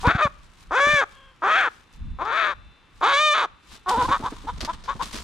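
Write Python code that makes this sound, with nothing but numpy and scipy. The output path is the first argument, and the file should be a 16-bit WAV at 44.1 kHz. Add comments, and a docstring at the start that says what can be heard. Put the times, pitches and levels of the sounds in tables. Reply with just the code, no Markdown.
"""A gust nudges the microphone amid rustling, and at once a hen held close squawks in an open yard.
She squawks five times, is tossed over a fence and flaps off cackling; another hen answers faintly.
Her voice is a train of pulses ringing a throat, flipping between a clean scream and a chaotic rasp.
Wing beats, rustle, wind and quiet air are shaped noise; a thin distant whine is a few pure tones.
Random faint reflections of the hen and the rustle make the yard."""
import sys
import numpy as np
from scipy import signal
from scipy.fft import rfft, irfft, next_fast_len
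from scipy.io import wavfile
from scipy.ndimage import uniform_filter1d

SR = 44100
rng = np.random.default_rng(int(sys.argv[2]) if len(sys.argv) > 2 else 0)


def materialize(psi):
    """Save the field psi as 16-bit PCM at rate SR to the path in sys.argv[1].

    A 1-D psi becomes a single channel; in a 2-D psi each row is a channel.
    """
    bounded = np.clip(np.atleast_2d(psi).T, -1, 1)
    quanta = np.round(bounded * 32767).astype(np.int16)
    wavfile.write(sys.argv[1], SR, quanta)


N = 230907
TIME = np.arange(N) / SR
CUTOFF_HZ = 15900  # top of the sound band

# Levels marked "trimmed" are shifted by a fixed number of dB in the function that uses them.
# Tables of hz, gain_db are tone colours: only their shape counts where the result is set to a level.

# gusts on the microphone: peak_s, rise_s, fall_s, level_db (trimmed)
GUSTS = [(.08,0.15,0.059,-33), (.22,0.15,1,-52.5), (.714,0.14,0.053,-53), (.95,0.18,0.065,-45),
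         (1.25,0.45,0.1,-57.5), (1.48,0.11,0.55,-57.5), (2.03,0.062,0.19,-30.5), (2.57,0.11,0.23,-47),
         (3.03,0.12,0.32,-51.5), (3.53,0.1,0.074,-55), (3.722,.05,.15,-53), (3.995,0.12,.25,-40.5),
         (4.544,.08,0.18,-37)]
# the breeze under the gusts: time_s, level_db (trimmed)
BREEZE = [(0,-73),(3.801,-71),(3.95,-47),(4.8,-49),(5.24,-46.5)]
# colour of the wind: hz, gain_db
WIND_TONE = [(12,-43),(22,3),(62,-1.5),(110,-12.5),(170,-13),(260,-25),(450,-59),(2000,-99.5)]

# rubs of sleeves, netting and brush: peak_s, rise_s, fall_s, level_db (trimmed)
RUBS = [(.02,0.054,0.12,-52), (.446,0.023,0.026,-65), (.628,0.12,0.053,-63.5), (1.12,.12,0.11,-65.5),
        (1.75,0.24,0.14,-65.5), (1.94,0.051,.09,-68), (2.98,0.08,0.13,-68), (3.745,0.1,0.053,-54.5),
        (3.895,.01,0.051,-35.5), (4.037,0.12,0.13,-46.5), (4.245,0.039,0.13,-54.5), (4.75,0.24,0.023,-53.5),
        (5.026,0.015,0.086,-43.5), (5.134,0.029,0.16,-47)]
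# the steady rustle, stronger once she flies: time_s, level_db (trimmed)
STIR = [(0,-71.5),(3.848,-92),(3.9,-56),(4.5,-60),(4.8,-63),(5.24,-56.5)]
SWELL_ENDS_DB = -18  # a rub or gust is this far down one rise before its peak and one fall after
# share of the rustle that is airy wing feathers: time_s, share (0 to 1)
FLIGHT = [(3.88,0.56),(4.5,0.09),(4.9,0),(5.1,0.62)]
# colour of the rest of the rustle: hz, gain_db
RUSTLE_TONE = [(120, -22), (200, 5), (440, -8), (683, -13), (968, 2), (1320, -2), (1810, -8.5), (2420, -13),
               (3690, -5.5), (4680, -14.5), (8740, -21), (16000, -61)]
# colour of the feathers: hz, gain_db
FEATHER_TONE = [(200,-8),(700,-12),(2000,-4),(4000,-2),(8000,-8),(12000,-18.5),(16000,-32.5)]
# sharp swishes of feathers and twigs: start_s, start_level_db (trimmed), time_to_fall_60_db_s
SNAPS = [(0.0683, -26.5, 0.09), (0.444, -53, 0.091), (1.763, -52, 0.063), (2.25, -38, 0.06),
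         (3.7214, -43, 0.11), (3.7527, -37, 0.095), (3.8906, -36, 0.08), (4.024, -28.5, 0.1),
         (4.05, -43, 0.11), (4.579, -37, 0.041), (4.606, -22.5, 0.17), (4.6199, -39, 0.073),
         (4.648, -19.5, 0.064), (4.7335, -35.5, 0.054), (4.839, -36.5, 0.24), (5.023, -27.5, 0.18),
         (5.134, -31, 0.17), (5.1546, -27, 0.24)]
# colour of the swishes: hz, gain_db
SNAP_TONE = [(240, -34), (400, -5.5), (562, -10.5), (687, -3.5), (753, -24), (1220, -8.5), (1490, -11.5),
             (2750, -14), (4880, -9.5), (12700, -34.5), (16000, -66)]

# colour of the quiet air of the open yard: hz, gain_db
AIR = [(35,-34.5),(60,-13),(277,-17),(472,-21.5),(672,-25),(1090,-17),(2080,-22.5),(2600,-22.5),(3390,-27),
       (3620,-26.5),(4230,-32.5),(12000,-53),(15600,-109)]
AIR_DB = -58.5
# tones of a thin distant whine: pitch_hz, level_db (trimmed, then swelled)
WHINE = [(834.4, -83), (2229, -86), (2670, -73.5), (3564, -71), (4005, -76.5)]
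# how the whine swells: time_s, gain_db
WHINE_SWELL = [(1.6,-30),(1.9,4),(2.75,10.5),(3,-4),(3.8,7),(4.2,-19)]
# a far hen's moan: time_s, pitch_hz, level_db
FAR_HEN = [(1.1,523,-65),(1.171,546,-52.5),(1.231,542,-53),(1.302,530,-55.5),(1.401,514,-79)]
# colour of the far hen: hz, gain_db
FAR_TONE = [(550,-2.5),(1100,4.5),(1650,1.5),(2200,-8),(2750,-5),(3300,5),(3900,-34),(6000,-50)]

# five squawks and the cackle as she is tossed, one list a call: time_s, effort_db (trimmed), beak_hz
# (beak_hz is the main ringing pitch of throat and beak)
SQUAWKS = [
    [(0.028, -38.5, 910), (0.054, -18, 1000), (0.088, -17, 1365), (0.116, -18, 1470), (0.132, -31.5, 1450),
     (0.162, -24, 1480), (0.174, -33.5, 1350), (0.192, -22, 1280), (0.226, -17, 1270), (0.276, -23, 1154),
     (0.282, -37, 1180)],
    [(0.705, -34, 1100), (0.719, -25, 1156), (0.779, -18, 1380), (0.863, -18, 1410), (0.925, -19.5, 1640),
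     (0.981, -19, 1570), (1.013, -20, 1463), (1.039, -23, 1240), (1.046, -35, 1200)],
    [(1.417, -36, 1150), (1.423, -29.5, 1140), (1.435, -21, 1174), (1.527, -17.5, 1404), (1.593, -19, 1650),
     (1.665, -21.5, 1390), (1.687, -24.5, 1330), (1.692, -57, 1340)],
    [(2.183, -54, 1113), (2.189, -36.5, 1070), (2.223, -24, 1060), (2.249, -35, 1090), (2.255, -28, 1134),
     (2.391, -21.5, 1470), (2.449, -22, 1500), (2.515, -26, 1285), (2.54, -37.5, 1260)],
    [(3.01, -12, 1070), (3.016, -31.5, 1070), (3.032, -17, 1090), (3.094, -18.5, 1246), (3.158, -20, 1296),
     (3.38, -20.5, 1305), (3.448, -22.5, 1144), (3.464, -34.5, 1140)],
    [(3.858, -37, 1040), (3.884, -21.5, 1020), (3.936, -20, 870), (3.974, -23, 930), (4.022, -17.5, 1020),
     (4.044, -28, 1010), (4.058, -20.5, 990), (4.07, -39, 1010)],
]
# the pitch arch of each of these calls: time_s, pitch_hz
ARCHES = [
    [(.028,332.4),(.052,480),(.07,487.6),(.085,624.7),(.15,769.3),(.195,678.5),(.21,580),(.23,624),(.278,538)],
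    [(.705,261.8),(.74,384.5),(.755,490.6),(.8,558.6),(.914,597.7),(.95,587.4),(.99,561.6),(1.005,539.3),(1.045,365)],
    [(1.418,294.8),(1.45,390),(1.47,402),(1.485,568),(1.52,639.2),(1.55,658),(1.57,775),(1.605,765),(1.69,400)],
    [(2.183,232.6),(2.22,339.9),(2.26,432.5),(2.31,465),(2.34,610),(2.38,675.4),(2.51,579.4),(2.54,486)],
    [(3.01,276),(3.06,443.8),(3.09,563.6),(3.14,552.7),(3.212,607),(3.256,610),(3.33,589),(3.35,644.3),(3.41,581),(3.46,339)],
    [(3.86,361),(3.905,383),(3.915,510),(3.955,444.6),(3.99,516),(4.03,473),(4.06,534)],
]
# the voice of each of these calls: roughness (0 to 1, before it follows pitch),
# third_resonance_tuning (ratio), extra_chest_db, extra_second_db, extra_third_db, extra_edge_db
VOICES = [(0.47,0.99,2.5,-2,-3.5,-5), (0.36,0.955,2.5,-1.5,-1,1.5), (0.37,0.926,0,-1.5,-1.5,-2.5),
          (0.36,0.99,1,0.5,0.5,-3.5), (0.4,0.995,0,2.5,6.5,4), (0.21,1.01,-1.5,-7.5,-2.5,-9)]
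# stretches where the rasp locks into a clearer tone: start_s, end_s, roughness (0 to 1)
SCREAMS = [(0.038,0.074,0.16), (0.223,0.259,0.07), (0.731,0.774,0.13), (0.807,1.005,0.07),
           (1.447,1.465,0.18), (1.523,1.542,0.2), (2.195,2.233,0.2), (2.252,2.293,0.3), (2.483,2.516,0.26),
           (3.047,3.053,0.15), (3.136,3.212,0.07), (3.219,3.334,0.01)]
LOCK_S = .013  # time to lock, and to let go
RASP_AT_HZ, RASP_GROWTH = 620, .6  # pitch where the rasp is full; power of pitch by which it grows
# short clucks in flight: peak_s, rise_s, fall_s, effort_db, pitch_hz, beak_hz, final_roughness (0 to 1)
CLUCKS = [(4.09,0.014,0.036,-24.5,486.4,1045,0.25), (4.127,0.037,.053,-16,561.8,1135,0.72),
          (4.264,0.042,.034,-24,506,1057,0.83), (4.492,0.025,0.024,-25,489,1020,0.43),
          (4.699,0.027,0.022,-23.5,335,1000,0.2), (4.894,0.018,.047,-23,552,1110,0.73),
          (5.014,0.022,0.025,-24,546,1000,0.57)]
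CLUCK_ENDS_DB, CLUCK_SHAPE = -18, 1.66  # level at both ends; roundness of the top
CLUCK_ONSET_ROUGH = 0.14  # roughness at the start of a cluck
PITCH_SCOOP, BEAK_SCOOP = .17, 0.19  # shares by which pitch and beak resonance start low
# added to the throat parts in a cluck: chest_db, second_db, third_db, edge_db
CLUCK_VOICE = (-5.5,-4.5,-0.5,0)

# For a full rasp: random timing (cycles) and random strength (before soft limiting)
RASP_JITTER, RASP_SHIMMER = .08, .85
# Second vibration: its hold on strength (before soft limiting) and on timing (cycles)
RATTLE_DEPTH, RATTLE_PULL = 1.4, .15
RATTLE_RATIO = .32  # rate of the second vibration as a share of the pitch
# colour of the chest tone: hz, gain_db
CHEST = [(120,-36),(250,-9),(400,-2),(600,0),(800,-1),(950,-17),(1200,-45),(16000,-100)]
# colour of the mouth: hz, gain_db
MOUTH = [(550,-31),(750,-0.5),(900,1.5),(1200,0),(1750,-1),(2000,-4.5),(2300,-49),(3000,-40.5),(16000,-101)]
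# colour of the second resonance: hz, gain_db
SECOND = [(1000,-47.5),(1750,-33),(2080,13),(2400,11),(2650,7.5),(2900,-4),(3300,-55),(16000,-91)]
# colour of the third resonance: hz (before tuning), gain_db
THIRD = [(1500,-55),(2500,-33.5),(2900,5),(3250,3.5),(3550,9.5),(3900,5),(4300,-5),(4700,-3.5),(5400,-40.5),(16000,-81.5)]
# colour of the bright edge: hz, gain_db
EDGE = [(2500,-42),(3900,-39.5),(4800,3.5),(5400,-4),(6100,2.5),(6800,0.5),(7500,-6),(8800,-10.5),(10000,-22.5),(11000,-25.5),(12500,-29),(14000,-36.5),(15500,-62)]
# how chest, second, third and edge follow the call, one row each: ordinary_level_db (from effort),
# db_per_effort_db, db_per_beak_octave, db_per_pitch_octave, db_added_when_fully_clear
THROAT_LAWS = [(-14.5,0.02,-2,-3.5,5), (-13,0.09,15.5,5.5,5.5), (-16.5,-0.04,6.5,8.5,4.5),
               (-28.5,-0.28,2,7.5,8)]
ORDINARY_DB, ORDINARY_HZ, ORDINARY_PITCH_HZ = -22.5, 1342, 546  # effort, beak, pitch of an ordinary call
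CLEAR_ROUGH = 0.17  # the voice sounds clear below about this roughness
WAVER_DB = 1.3  # how much each part of the throat wavers

# which side the hen is on: time_s, left_minus_right_db
HEN_SIDE = [(.1,1),(1.5,-0.1),(2.45,4.5),(3.05,-1),(4.5,-0.8),(5,4.5)]
# how far the left port leads: hz, lead_radians
LEAD = [(0, -0.14), (1210, -0.2), (2330, -1.05), (3450, -0.67), (4220, -0.97), (5170, -0.57), (8350, -1.2),
        (9300, 0.41), (10700, 0.0), (11500, 0.6), (12100, -0.1), (13600, 0.0), (15600, -0.0), (15900, -0.0)]

# wing beats: start_s, whump_peak_db (trimmed), air_push_peak_db (trimmed)
FLAPS = [(0.073, -22, -18), (0.15, -35, -23.5), (0.252, -40, -27.5), (0.866, -29.5, -36), (0.933, -37, -31),
         (3.971, -20.5, -45), (4.027, -28, -38), (4.085, -22, -38), (4.196, -29.5, -50), (4.232, -29, -42),
         (4.316, -30.5, -68), (4.439, -34.5, -51), (4.569, -42.5, -53), (4.625, -27.5, -40.5),
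         (4.95, -36.5, -38.5), (5.135, -35.5, -42)]
# colour of the whump: hz, gain_db
FLAP_TONE = [(60,-12.5),(150,-18.5),(280,-2),(380,-13),(600,-16),(2000,-31),(6000,-53),(16000,-77)]
# colour of the air push: hz, gain_db
PUSH_TONE = [(15,-22),(40,-9),(90,2),(160,-3.5),(300,-16),(800,-65.5),(8000,-100)]

# the microphone's left-right lean by frequency: hz, lean_db (each port takes about a quarter of it)
LEAN = [(500,-1),(1200,3),(2200,6.5),(3500,5),(5000,-3.5),(7000,1.5),(9000,-14),(15000,-11)]


def amp(db):
    """Turns decibels into a gain."""
    return 10 ** (np.asarray(db) / 20)


def unit(x):
    """Scales a sound to an average (rms) strength of 1."""
    return x / np.sqrt(np.mean(x ** 2) + 1e-20)


def follow(rows, t):
    """Reads each column of a curve table at the times (or frequencies) t, in straight lines."""
    s, *columns = np.transpose(rows)
    return [np.interp(t, s, c) for c in columns]


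def colour(x, points, depth=1):
    """Makes some frequencies louder or softer, following (hz, gain_db) points."""
    size = next_fast_len(x.shape[-1] + 2048)
    hz, db = np.transpose(points)
    bins_hz = np.fft.rfftfreq(size, 1 / SR)
    gain = amp(depth * np.interp(np.log(bins_hz + 1), np.log(hz), db))
    return irfft(rfft(x, size) * gain, size)[..., :x.shape[-1]]


def causal(x, points):
    """Colours a sound the way a hollow space does: it rings only after each pulse."""
    hz, db = np.transpose(points)
    bins_hz = abs(np.fft.fftfreq(4096, 1 / SR))
    log_gain = np.log(amp(np.interp(np.log(bins_hz + 1), np.log(hz), db)))
    # the phase that puts the energy as early as possible
    spectrum = np.exp(np.conj(signal.hilbert(log_gain)))
    ring = np.fft.ifft(spectrum).real[:1024]
    return signal.fftconvolve(x, ring)[:len(x)]


def wobble(count, low_hz, high_hz):
    """Random motion mostly between two rates, with rms 1."""
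    hz = np.fft.rfftfreq(count, 1 / SR)
    shape = hz / (hz + low_hz) / (1 + (hz / high_hz) ** 4)
    return unit(irfft(rfft(rng.standard_normal(count)) * shape, count))


def steady(x, size=600):
    """Holds the loudness near 1 while keeping the fast flutter; size is in samples."""
    power = uniform_filter1d(uniform_filter1d(x ** 2, size), size)
    return x / np.sqrt(abs(power) + 1e-12)


def pair(count, spread):
    """Noise at two microphone ports; spread is the part they do not share."""
    shared, apart = rng.standard_normal((2, count))
    return unit(np.array([shared + spread * apart, shared - spread * apart]))


def crackle(count):
    """Noise clumped into tiny grains, spread wide."""
    return pair(count, .6) * np.exp(.55 * wobble(count, 100, 1200))


def swells(rows, bed):
    """Gain over time of a steady bed plus swells that rise and fall evenly in dB."""
    power = amp(follow(bed, TIME)[0]) ** 2
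    for s, rise, fall, db in rows:
        distance_from_peak = np.maximum((s - TIME) / rise, (TIME - s) / fall)
        power = power + amp(db + SWELL_ENDS_DB * distance_from_peak) ** 2
    return np.sqrt(power)


def add(mix, s, sound):
    """Mixes a sound in at time s."""
    part = mix[..., max(round(s * SR), 0):][..., :sound.shape[-1]]
    part += sound[..., :part.shape[-1]]


def wind(wind_db=4.5, lumps_db=2.0):
    """Low lumpy buffeting of air on the microphone, partly different at the two ports."""
    buffets = unit(colour(pair(N, .55), WIND_TONE))
    lumps = amp(wind_db + lumps_db * wobble(N, 3.7, 7.4))
    return buffets * swells(GUSTS, BREEZE) * lumps


def brush(rustle_db=10, feather_db=10.0, snap_db=-7, clump_db=2):
    """Sleeves, stalks and feathers rub in clumps of grainy noise and now and then swish sharply."""
    flying = np.clip(follow(FLIGHT, TIME)[0], 0, 1)
    out = np.sqrt(1 - flying) * amp(rustle_db) * unit(colour(crackle(N), RUSTLE_TONE))
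    out += np.sqrt(flying) * amp(feather_db) * unit(colour(crackle(N), FEATHER_TONE))
    out *= swells(RUBS, STIR) * amp(clump_db * wobble(N, 19, 70))
    t = np.arange(9000) / SR
    for s, db, t60 in SNAPS:
        fade = amp(db + snap_db - 60 * t / np.clip(t60, .015, .25))
        add(out, s, unit(colour(crackle(len(t)), SNAP_TONE)) * fade)
    return out


def far_hen():
    """A far hen's moan: whole multiples of one unsteady pitch, coloured and faded by its table."""
    t = np.arange(FAR_HEN[0][0], FAR_HEN[-1][0], 1 / SR)
    hz, db = follow(FAR_HEN, t)
    turns = np.cumsum(hz * (1 + 0.029 * wobble(len(t), 10, 120))) / SR
    tone = sum(np.cos(2 * np.pi * k * turns) for k in range(1, 10))
    return t[0], amp(db) * unit(colour(tone, FAR_TONE))


def distance(whine_db=-4.0):
    """Quiet open air as soft noise, a thin whine of slightly drifting tones and another hen far off."""
    air = amp(AIR_DB) * unit(colour(pair(N, 0.43), AIR))
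    clock = TIME + np.cumsum(0.00081 * wobble(N, 0.82, 3.5)) / SR
    whine = sum(amp(db + whine_db) * np.sqrt(2) * np.sin(2 * np.pi * hz * clock) for hz, db in WHINE)
    out = air + whine * amp(follow(WHINE_SWELL, TIME)[0])
    add(out, *far_hen())
    return out


def resonate(x, hz, width_hz):
    """A resonance of gain 1 that follows the curve hz: shift it down to zero, smooth, shift back."""
    turn = np.exp(2j * np.pi * np.cumsum(hz) / SR)
    r = np.exp(-np.pi * width_hz / SR)
    return 2 * (turn * signal.lfilter([1 - r], [1, -r], x / turn)).real


def syrinx(hz, rough, drift=0.046, rattle_wander=0.21, hiss=0.27, clean_hiss=.006):
    """Pulses of the voice membranes; in a rasp a slower, unsteady vibration shakes timing and strength."""
    count = len(hz)
    rattle_hz = RATTLE_RATIO * hz * (1 + rattle_wander * wobble(count, 15, 59.5))
    rattle = 2 * np.pi * np.cumsum(rattle_hz) / SR
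    turns = np.cumsum(hz * (1 + drift * rough * wobble(count, 21, 68.5))) / SR
    timing, pressure = wobble(count, 80, 260), wobble(count, 90, 250)
    turns = turns + rough * (RASP_JITTER * timing + RATTLE_PULL * np.cos(rattle))
    # harmonics, left out above the sound band
    pulses = sum(np.cos(2 * np.pi * k * turns) * (k * hz < CUTOFF_HZ) for k in np.arange(1, 45))
    # breath noise that comes and goes with each pulse
    puffs = unit((1 + np.cos(2 * np.pi * turns)) * rng.standard_normal(count))
    shake = np.tanh(RASP_SHIMMER * pressure + RATTLE_DEPTH * np.sin(rattle))
    strength = 1 + np.minimum(1.1 * rough, .72) * shake
    drive = strength * (steady(pulses) + (clean_hiss + hiss * rough) * puffs)
    return drive, strength * rough * puffs


def throat(t, hz, rough, effort_db, beak_hz, extra_db, tuning=1, beak_width_hz=430,
           shut_hz=1000, open_hz=1280, edge_air=4.9, chest_air=1.8,
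           attack_s=0.0013, release_s=0.0048, wake_s=0.0064):
    """Pulses ring a throat whose main resonance widens as the beak opens; THROAT_LAWS set the other parts."""
    rough = np.clip(rough, 0, 1)
    opening = np.clip((beak_hz - shut_hz) / (open_hz - shut_hz), 0, 1)
    clear = np.exp(-(rough / CLEAR_ROUGH) ** 2)
    drive, puffs = syrinx(hz, rough)
    wide = resonate(drive, beak_hz, beak_width_hz)
    narrow = resonate(wide, beak_hz, beak_width_hz)
    voice = steady(causal(opening * wide + (1 - opening) * narrow, MOUTH))

    awake = 1 - np.exp(-(t - t[0]) / wake_s)  # the top two parts build up a little late
    chest = steady(causal(drive + chest_air * puffs, CHEST))
    second = steady(causal(drive, SECOND))
    third = awake * steady(causal(drive, [(f * tuning, db) for f, db in THIRD]))
    edge = awake * steady(causal(drive + edge_air * puffs, EDGE))
    for part, extra, law in zip((chest, second, third, edge), extra_db, THROAT_LAWS):
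        db, by_effort, by_beak, by_pitch, by_clear = law
        shift = by_effort * (effort_db - ORDINARY_DB) + by_beak * np.log2(beak_hz / ORDINARY_HZ)
        shift += by_pitch * np.log2(hz / ORDINARY_PITCH_HZ) + by_clear * clear
        waver = WAVER_DB * wobble(len(t), 3.4, 55)
        voice += amp(db + extra + shift + waver) * part

    fade = np.clip(np.minimum((t - t[0]) / attack_s, (t[-1] - t) / release_s), 0, 1)
    return voice * amp(effort_db) * fade


def squawk(gesture, arch, voice, squawk_db=-0.19):
    """A long call: the rasp grows with pitch, except where the voice locks into a clearer scream."""
    t = np.arange(gesture[0][0], gesture[-1][0], 1 / SR)
    effort_db, beak_hz = follow(gesture, t)
    hz, = follow(arch, t)
    rasp, tuning, *extra_db = voice
    rough = rasp * (hz / RASP_AT_HZ) ** RASP_GROWTH
    for start, end, calm in SCREAMS:
        locked = np.clip(1 + np.minimum(t - start, end - t) / LOCK_S, 0, 1)
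        rough = rough + locked * (calm - rough)
    return t[0], throat(t, hz, rough, effort_db + squawk_db, beak_hz, extra_db, tuning)


def cluck(s, rise, fall, db, hz, beak_hz, rasp):
    """A short call: pitch and beak scoop up to the peak, and the roughness grows from start to end."""
    t = np.arange(s - rise, s + fall, 1 / SR)
    before, after = np.maximum(s - t, 0) / rise, np.maximum(t - s, 0) / fall
    effort_db = db + CLUCK_ENDS_DB * (before + after) ** CLUCK_SHAPE
    rough = CLUCK_ONSET_ROUGH + (rasp - CLUCK_ONSET_ROUGH) * np.linspace(0, 1, len(t))
    pitch = hz * (1 - PITCH_SCOOP * before)
    beak = beak_hz * (1 - BEAK_SCOOP * before)
    return t[0], throat(t, pitch, rough, effort_db, beak, CLUCK_VOICE)


def hen():
    """All her calls, placed left or right as she is moved about; they reach the two ports out of step."""
    voice = np.zeros(N)
    for call in zip(SQUAWKS, ARCHES, VOICES):
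        add(voice, *squawk(*call))
    for row in CLUCKS:
        add(voice, *cluck(*row))
    size = next_fast_len(N + 2048)
    lead, = follow(LEAD, np.fft.rfftfreq(size, 1 / SR))
    side_db, = follow(HEN_SIDE, TIME)
    out_of_step = np.exp(.5j * np.array([lead, -lead]))  # half the lead on each port
    ports = irfft(rfft(voice, size) * out_of_step, size)[:, :N]
    return ports * amp(np.array([side_db, -side_db]) / 2)


def yard(x, near_db=-24, near_t60=0.41, far_db=-34, far_t60=0.51):
    """Ground and body reflect almost at once; bushes scatter a fainter, longer tail of random echoes."""
    t = np.arange(SR) / SR
    out = 0
    for db, t60 in ((near_db, near_t60), (far_db, far_t60)):
        sparse = rng.random((2, SR)) < .1
        taps = rng.standard_normal((2, SR)) * sparse * amp(-60 * t / t60) * (t > .002)
        taps = taps / np.linalg.norm(taps, axis=1, keepdims=True)
        out = out + amp(db) * signal.fftconvolve(x, taps, axes=1)[:, :N]
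    return out


def beat(t, spread, tone, rise_s):
    """Coloured noise that swells to its peak after rise_s and then dies away."""
    return unit(colour(pair(len(t), spread), tone)) * t / rise_s * np.exp(1 - t / rise_s)


def wings(rise_s=0.0087, push_rise_s=0.0041, flap_db=-5, push_db=5.0):
    """Each beat is a soft whump of feathers with a push of air against the microphone."""
    out, t = np.zeros((2, N)), np.arange(6000) / SR
    for s, db, air_db in FLAPS:
        whump = beat(t, 0.022, FLAP_TONE, rise_s)
        push = beat(t, 0.067, PUSH_TONE, push_rise_s)
        add(out, s, amp(db + flap_db) * whump + amp(air_db + push_db) * push)
    return out


def scene():
    """The hen, her wings and the brush in the open yard, with wind and distant sounds."""
    near = brush() + hen()
    return wind() + near + distance() + yard(near) + wings()


def record(dry):
    """The two microphone ports differ in colour; then everything above the sound band is cut."""
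    ports = np.array([colour(dry[0], LEAN, depth=0.24), colour(dry[1], LEAN, depth=-0.27)])
    low_pass = signal.firwin(511, CUTOFF_HZ, window=("kaiser", 9), fs=SR)
    return signal.oaconvolve(ports, low_pass[None], "same")


dry = scene()
out = record(dry)
materialize(out)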